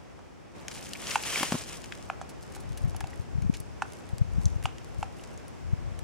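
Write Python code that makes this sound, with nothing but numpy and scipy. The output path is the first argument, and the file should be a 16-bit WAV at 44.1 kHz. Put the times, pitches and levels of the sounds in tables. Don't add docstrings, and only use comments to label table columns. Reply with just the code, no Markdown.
import sys
import numpy as np
from scipy import signal
from scipy.fft import rfft, irfft, next_fast_len
from scipy.io import wavfile

SR = 44100
rng = np.random.default_rng(int(sys.argv[2]) if len(sys.argv) > 2 else 0)


def materialize(psi):
    bounded = np.clip(np.atleast_2d(psi).T, -1, 1)
    quanta = np.round(bounded * 32767).astype(np.int16)
    wavfile.write(sys.argv[1], SR, quanta)


N = 266231
TIME = np.arange(N) / SR


def from_db(db):
    return 10 ** (np.asarray(db) / 20)


def rms_one(x):
    return x / np.sqrt(np.mean(x ** 2) + 1e-20)


def in_time(rows):
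    times_s, *columns = np.transpose(rows)
    return [np.interp(TIME, times_s, column) for column in columns]


def at_hz(points, hz):
    points = np.array(points)
    return np.interp(np.log(hz + 1), np.log(points[:, 0]), points[:, 1])


def band(x, low_hz, high_hz, order=2):
    sos = signal.butter(order, [low_hz, min(high_hz, .45 * SR)], "band", fs=SR, output="sos")
    return signal.sosfilt(sos, x)


def add(track, time_s, sound):
    i = int(round(time_s * SR))
    track[..., i:i + sound.shape[-1]] += sound[..., :N - i]


def drift(rate_hz):
    knots = rng.standard_normal(int(N / SR * rate_hz) + 2)
    return rms_one(np.interp(TIME * rate_hz, np.arange(len(knots)), knots))


def colour(x, spectrum):
    size = next_fast_len(N)
    hz = np.arange(size // 2 + 1) * SR / size + 1
    rolloff = 1 / np.sqrt((1 + (spectrum[0][0] / hz) ** 12) * (1 + (hz / spectrum[-1][0]) ** 24))
    return rms_one(irfft(rfft(x, size) * from_db(at_hz(spectrum, hz)) * rolloff, size)[..., :N])


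def diffuse():
    # (frequency [Hz], correlation [-1..1])
    likeness = [(60, -0.13), (200, -0.67), (400, -0.38), (800, -0.09), (1400, 0.16), (2500, 0.36),
                (5000, 0.12), (15000, 0.38)]
    size = next_fast_len(N)
    mid, side = rfft(rng.standard_normal((2, size)))
    alike = np.clip(at_hz(likeness, np.arange(len(mid)) * SR / size), -.99, .99)
    return irfft(np.sqrt(1 + alike) * mid + np.sqrt(1 - alike) * side * [[1], [-1]], size)[:, :N]


def place(x, pan_db, lag_us):
    size = next_fast_len(N)
    hz = np.arange(size // 2 + 1) * SR / size
    delayed = irfft(rfft(x, size) * np.exp(-2j * np.pi * hz * lag_us / 1e6), size)[:N]
    return np.array([x, delayed]) * from_db([[pan_db / 2], [-pan_db / 2]])


def swells(table, rise_db_per_s, fall_db_per_s):
    power = 1e-12
    for start_s, hold_s, level_db in table:
        early_s = np.maximum(start_s - TIME, 0)
        late_s = np.maximum(TIME - start_s - hold_s, 0)
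        power = power + from_db(level_db - rise_db_per_s * early_s - fall_db_per_s * late_s) ** 2
    return 10 * np.log10(power)


def grains(per_s, spread_db):
    sizes = from_db(spread_db * np.minimum(rng.exponential(1, N), 4)) * rng.choice([-1, 1], N)
    return sizes * (rng.random(N) < per_s / SR)


def ring(hz, t60_s, rise_s):
    t = TIME[:SR // 10]
    return np.sin(2 * np.pi * hz * t) * from_db(-60 * t / t60_s) * (1 - np.exp(-(t / rise_s) ** 2))


def crack(length_s, low_hz, high_hz):
    t = TIME[:SR // 25]
    run = rng.standard_normal(len(t)) * np.sqrt(t) * np.exp(-3 * t / length_s)
    scatter = rng.standard_normal((2, len(t))) * np.exp(-t / (.0045 + length_s / 2))
    heard = band(np.vstack([run, scatter]), low_hz, high_hz, order=4)
    return rms_one(rms_one(heard[0]) + from_db(-7) * rms_one(heard[1:])) / np.sqrt(5)


def cracks(table, glint_db=-11.5):
    # (low [Hz], high [Hz])
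    crack_bands = [(1500, 3500), (3900, 7500), (7800, 11400), (12000, 16000)]
    out = np.zeros((2, N))
    for time_s, body_db, edge_db, top_db, length_s in table:
        levels_db = body_db, edge_db, top_db, top_db + glint_db
        for level_db, (low_hz, high_hz) in zip(levels_db, crack_bands):
            add(out, time_s, from_db(level_db) * crack(length_s, low_hz, high_hz))
    return out


def specks(level, per_s, spread_db):
    out = np.zeros((2, N))
    for when, size, pitch in rng.random((int(per_s * N / SR), 3)):
        hz = 4700 * 2 ** (1.1 * pitch)
        gain = level[int(when * N)] * from_db(spread_db * 2 * size * np.sqrt(3))
        if gain > from_db(-69):
            add(out, when * N / SR, gain * crack(.0012, hz / 1.7, hz * 1.3))
    return out


def forest():
    # (time [s], hush [dB], air [dB])
    levels = [(0, -48.5, -66), (.545, -49.5, -68), (.553, -44.5, -63), (6.04, -45, -62.5)]
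    # (frequency [Hz], density [dB])
    hush_spectrum = [(50, -7), (100, -4.5), (170, -3), (340, -7), (720, -12), (1500, -20.5), (2500, -24),
                     (4000, -32.5)]
    # (frequency [Hz], density [dB])
    air_spectrum = [(3400, -2.5), (5200, 6), (7400, 1), (9800, -5), (12000, -15), (16000, -12)]
    hush_db, air_db = in_time(levels)
    hush = from_db(hush_db + 0.61 * drift(5.8)) * colour(diffuse(), hush_spectrum)
    return hush + from_db(air_db) * colour(diffuse(), air_spectrum)


def eddy(pitch_hz):
    t = TIME[:SR // 10] - 1 / 20
    return -np.cos(2 * np.pi * pitch_hz * t + rng.normal(0, 0.95)) / np.cosh(t * pitch_hz / .32)


def breeze(eddies_per_s=16, eddy_over_gust_db=6.5, eddy_hz=110):
    # (start [s], hold [s], level [dB])
    gusts = [(2.07, 0.37, -50.5), (2.62, 0.14, -36.5), (2.83, 0.13, -33.5), (3.37, 0.081, -30),
             (4.17, .05, -35), (4.36, 0.14, -28), (4.97, 0.022, -36.5), (5.66, 0.4, -35.5)]
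    # (time [s], level [dB])
    draught = [(0, -54.5), (1.9, -48), (3.9, -46.5), (6.04, -44.5)]
    # (frequency [Hz], density [dB])
    rumble_spectrum = [(25, -16), (50, 1.5), (90, 0.5), (150, -11.5), (250, -21), (450, -33)]
    # (time [s], peak [dB], pitch [Hz])
    puffs = [(2.711, -20.5, 109), (2.844, -15.5, 103), (2.856, -14.5, 126), (2.879, -18, 131),
             (3.04, -19, 98), (3.201, -18, 88.5), (3.358, -18.5, 122), (3.386, -12.5, 118),
             (3.426, -17, 115), (3.449, -16, 167), (3.464, -13, 90), (3.499, -6.5, 182.4),
             (4.136, -19, 111), (4.218, -7, 110.6), (4.385, -13.5, 144), (4.463, -9, 102), (4.564, -15, 94),
             (4.652, -15.5, 95), (4.991, -22.5, 103.3), (5.735, -10, 111), (5.865, -22, 103)]
    gust = from_db(swells(gusts, rise_db_per_s=139, fall_db_per_s=68))
    draught_db, = in_time(draught)
    pressure = np.hypot(gust, from_db(draught_db)) * colour(rng.standard_normal(N), rumble_spectrum)
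    for time_s, peak_db, pitch_hz in puffs:
        add(pressure, time_s - 1 / 20, from_db(peak_db) * eddy(pitch_hz))
    for when, speed in rng.random((int(eddies_per_s * N / SR), 2)):
        peak = gust[int(when * N)] * from_db(eddy_over_gust_db)
        pitch_hz = eddy_hz * 2 ** ((speed - .5) / 2)
        add(pressure, max(when * N / SR - 1 / 20, 0), peak * eddy(pitch_hz))
    return np.array([pressure, -pressure / 2])


def knocks(trunk_t60_s=0.018):
    # (time [s], trunk [Hz], bark [Hz], blade [Hz],
    # trunk [dB], bark [dB], blade [dB], crack [dB], t60 stretch [ratio])
    hits = [(0.19, 760, 1310, 2700, -35.5, -43, -64, -65, 1),
            (1.156, 865, 1485, 2750, -4, -17.5, -14.5, -35, 1.1),
            (2.0991, 725, 1380, 2500, -8.5, -17, -21, -51, .65),
            (2.213, 730, 1320, 2620, -13.5, -28, -50, -47.5, .6),
            (2.564, 806, 1470, 2690, -28.5, -41, -52, -66, 1),
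            (2.946, 795, 1470, 2700, -25.5, -41, -44.5, -58, 1),
            (3.008, 810, 1690, 2620, -22.5, -32, -48, -51, 1),
            (3.041, 784, 1450, 2670, -22, -43, -36.5, -55, 1),
            (3.8204, 812, 1440, 2610, -10, -16.5, -23.5, -42.5, .95),
            (4.6549, 800, 1240, 2820, -5.5, -18, -15, -40.5, .65),
            (5.0273, 808, 1330, 2720, -11, -27, -27.5, -47, 1.05)]
    # (pitch [ratio], level [dB], base t60 [s])
    bark_modes = [(.72, 2.5, 0.0079), (1, 0, 0.018), (1.22, -14, 0.031)]
    # (pitch [ratio], level [dB], base t60 [s])
    blade_modes = [(.83, -2, 0.01), (1, -4, 0.021), (1.17, -5, 0.0093)]
    wood, fracture = np.zeros(N), np.zeros((2, N))
    for time_s, trunk_hz, bark_hz, blade_hz, trunk_db, bark_db, blade_db, crack_db, stretch in hits:
        add(wood, time_s, from_db(trunk_db) * ring(trunk_hz, stretch * trunk_t60_s, rise_s=0.0021))
        for modes, hz, level_db in ((bark_modes, bark_hz, bark_db), (blade_modes, blade_hz, blade_db)):
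            for k, (ratio, mode_db, t60_s) in enumerate(modes):
                grip = 1 + .01 * rng.normal()
                mode = ring(hz * ratio * grip, stretch * t60_s, rise_s=0.00076)
                add(wood, time_s, (-1) ** (k + 1) * from_db(level_db + mode_db) * mode)
        add(fracture, time_s, from_db(crack_db) * crack(0.0095, 1140, 8650))
    return place(band(wood, 580, 9600, order=3), pan_db=-1.5, lag_us=3.7) + fracture


def boot(scatter_db=-4):
    # (start [s], hold [s], level [dB])
    shoves = [(.57, 0.039, -60.5), (.72, 0.22, -50.5), (1.01, 0.025, -45), (1.085, 0.065, -39),
              (1.2, 0.048, -50), (1.272, 0.17, -35), (1.52, 0.055, -40), (1.68, 0.069, -48),
              (1.82, 0.22, -59)]
    # (frequency [Hz], density [dB])
    crush_spectrum = [(150, -0.5), (300, -6), (480, -2), (700, -3.5), (1350, -2), (2400, 1), (3200, 1),
                      (4200, -9)]
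    # (frequency [Hz], density [dB])
    hiss_spectrum = [(3600, -13), (5400, -8.5), (7500, -9.5), (9500, -10), (12400, -21.5), (14600, -20),
                     (16000, -36)]
    # (time [s], thud [dB], pitch [Hz], crunch [dB])
    footfalls = [(1.408, -24.5, 264, -39), (1.4287, -23.5, 294, -26.5), (1.5214, -14, 220, -29.5),
                 (1.5426, -16.5, 182, -41), (1.551, -18, 234, -37)]
    # (time [s], body [dB], edge [dB], top [dB], length [s])
    snaps = [(0.6825, -39.5, -38.5, -49.5, 0.00052), (0.7125, -51, -45, -60, 0.013),
             (0.7483, -57, -52, -53, 0.0025), (0.9338, -53, -39, -46.5, 0.0022),
             (1.0702, -41, -38.5, -61, 0.0017), (1.107, -33, -34, -47, 0.019),
             (1.148, -43, -52, -47, 0.0019), (1.2358, -39.5, -39.5, -51, 0.0032),
             (1.398, -35.5, -45, -44, .0008), (1.429, -29.5, -33.5, -36.5, 0.012),
             (1.521, -34, -38.5, -61, 0.001), (1.8408, -46.5, -48, -55, 0.0061),
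             (1.9222, -37, -50.5, -61, 0.0031)]
    rustle_db = swells(shoves, rise_db_per_s=270, fall_db_per_s=142)
    judder = from_db(1.5 * drift(110))
    per_s = np.clip(7000 * from_db(1.7 * (rustle_db + 36)), 220, 10000)
    crush_db = rustle_db + 0.092 * (rustle_db + 31.5)
    leaves = 0
    for spectrum, level_db in ((crush_spectrum, crush_db), (hiss_spectrum, rustle_db)):
        breaks = grains(per_s, spread_db=3.3) / np.sqrt(per_s)
        direct = place(colour(breaks, spectrum), pan_db=1.5, lag_us=46.0)
        scatter = from_db(scatter_db) * colour(diffuse(), spectrum)
        leaves = leaves + from_db(level_db) * rms_one(direct + scatter)
    stalks = specks(from_db(np.minimum(rustle_db - 7, -50.5)), per_s=80, spread_db=2.2)
    thuds = np.zeros((2, N))
    for time_s, thud_db, pitch_hz, crunch_db in footfalls:
        add(thuds, time_s, from_db(thud_db) * ring(pitch_hz, t60_s=0.025, rise_s=0.00034))
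        add(thuds, time_s, from_db(crunch_db) * crack(0.0082, 297, 1300))
    impacts = stalks + cracks(snaps) + band(thuds, 97, 6000)
    return leaves * judder + impacts * from_db([[1.1], [-1.1]])


def splinters(t60_cycles=22.3, crack_db=-26.5):
    # (time [s], level [dB], pitch [Hz])
    pieces = [(0.9338, -24, 2950), (0.9521, -26.5, 2340), (0.9568, -28, 2350), (1.3582, -13, 2300),
              (3.1322, -32.5, 1970), (4.4555, -17, 6370), (5.196, -36.5, 2920), (5.3763, -32.5, 6860)]
    out = np.zeros((2, N))
    for time_s, level_db, pitch_hz in pieces:
        add(out, time_s, from_db(level_db) * ring(pitch_hz, t60_cycles / pitch_hz, rise_s=1 / pitch_hz))
        add(out, time_s, from_db(level_db + crack_db) * crack(0.0052, pitch_hz / 2, pitch_hz * 1.5))
    return out


def crumbs(grit_db=-2, tick_db=-9.5):
    # (start [s], hold [s], level [dB])
    strokes = [(2.43, 0.24, -61), (2.72, 0.17, -60), (3.11, 0.073, -56.5), (3.53, 0.04, -63),
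               (3.88, 0.23, -62.5), (4.33, 0.22, -61.5), (4.75, 0.12, -65), (5.02, 0.031, -58.5),
               (5.17, 0.15, -59.5)]
    # (time [s], body [dB], edge [dB], top [dB], length [s])
    chips = [(2.2908, -55, -51, -53.5, 0.022), (2.5213, -59, -59, -59, 0.0042),
             (2.5482, -52, -51, -54, 0.006), (2.556, -55.5, -52, -53, 0.014), (2.603, -62, -57, -56, 0.013),
             (2.729, -61, -59, -68, 0.0041), (2.773, -51, -48, -48, 0.013),
             (2.9626, -53, -49, -49.5, 0.0071), (3.0051, -47, -47.5, -49, .0045),
             (3.0711, -57, -51.5, -59, 0.0022), (3.4206, -54, -55, -61, 0.005),
             (3.538, -43, -44, -55, 0.024), (3.6011, -68, -53.5, -47.5, 0.0057),
             (3.9339, -64, -54.5, -56, 0.0016), (4.0897, -56.5, -61, -60, 0.0027),
             (4.1818, -59, -50, -52.5, 0.0035), (4.627, -51, -55, -60, 0.0027),
             (4.6368, -49, -52, -48.5, 0.014), (4.672, -49.5, -64, -70, .06),
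             (4.7825, -52.5, -53, -65, 0.0031), (5.239, -56.5, -53, -75, 0.0017),
             (5.4805, -63, -60, -54.5, 0.0042), (5.9901, -54, -53, -53, 0.0041)]
    effort = from_db(swells(strokes, rise_db_per_s=250, fall_db_per_s=184))
    grit = rms_one(band(grains(per_s=380, spread_db=4.0), 3800, 11500))
    clumps = rms_one(from_db(4.5 * drift(130) + 3 * drift(30)))
    scraping = place(from_db(grit_db) * effort * clumps * grit, pan_db=1.0, lag_us=30.5)
    ticks = specks(from_db(tick_db) * effort, per_s=65, spread_db=2.6)
    return cracks(chips) + ticks + scraping


def among_trees(x, tail_db, t60_s, smear_s=0.0051):
    # (frequency [Hz], density [dB])
    tail_spectrum = [(600, 3.5), (1100, -0.5), (2800, -0.5), (9000, 2.5)]
    # (delay [s], level [dB])
    echoes = [(0.0099, -20), (0.031, -20.5)]
    t = TIME[:SR]
    envelope = from_db(-60 * t / t60_s) * (1 - np.exp(-t / 0.00037))
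    tail = colour(rng.standard_normal((2, N)), tail_spectrum)[:, :SR] * envelope
    response = from_db(tail_db) * rms_one(tail) / np.sqrt(SR)
    for delay_s, echo_db in echoes:
        smear = rng.standard_normal((2, SR // 50)) * np.exp(-t[:SR // 50] / smear_s)
        smear /= np.sqrt(np.sum(smear ** 2) / 2)
        add(response, delay_s, from_db(echo_db) * band(smear, 280, 2600, order=1))
    return x + signal.fftconvolve(x, response, axes=1)[:, :N]


def scene():
    sources = knocks() + crumbs() + splinters() + boot()
    return among_trees(sources, tail_db=-17.5, t60_s=0.43) + breeze() + forest()


def record(dry):
    cutoff_hz = 16200
    return signal.sosfiltfilt(signal.ellip(10, .05, 60, cutoff_hz, fs=SR, output="sos"), dry)


dry = scene()
out = record(dry)
materialize(out)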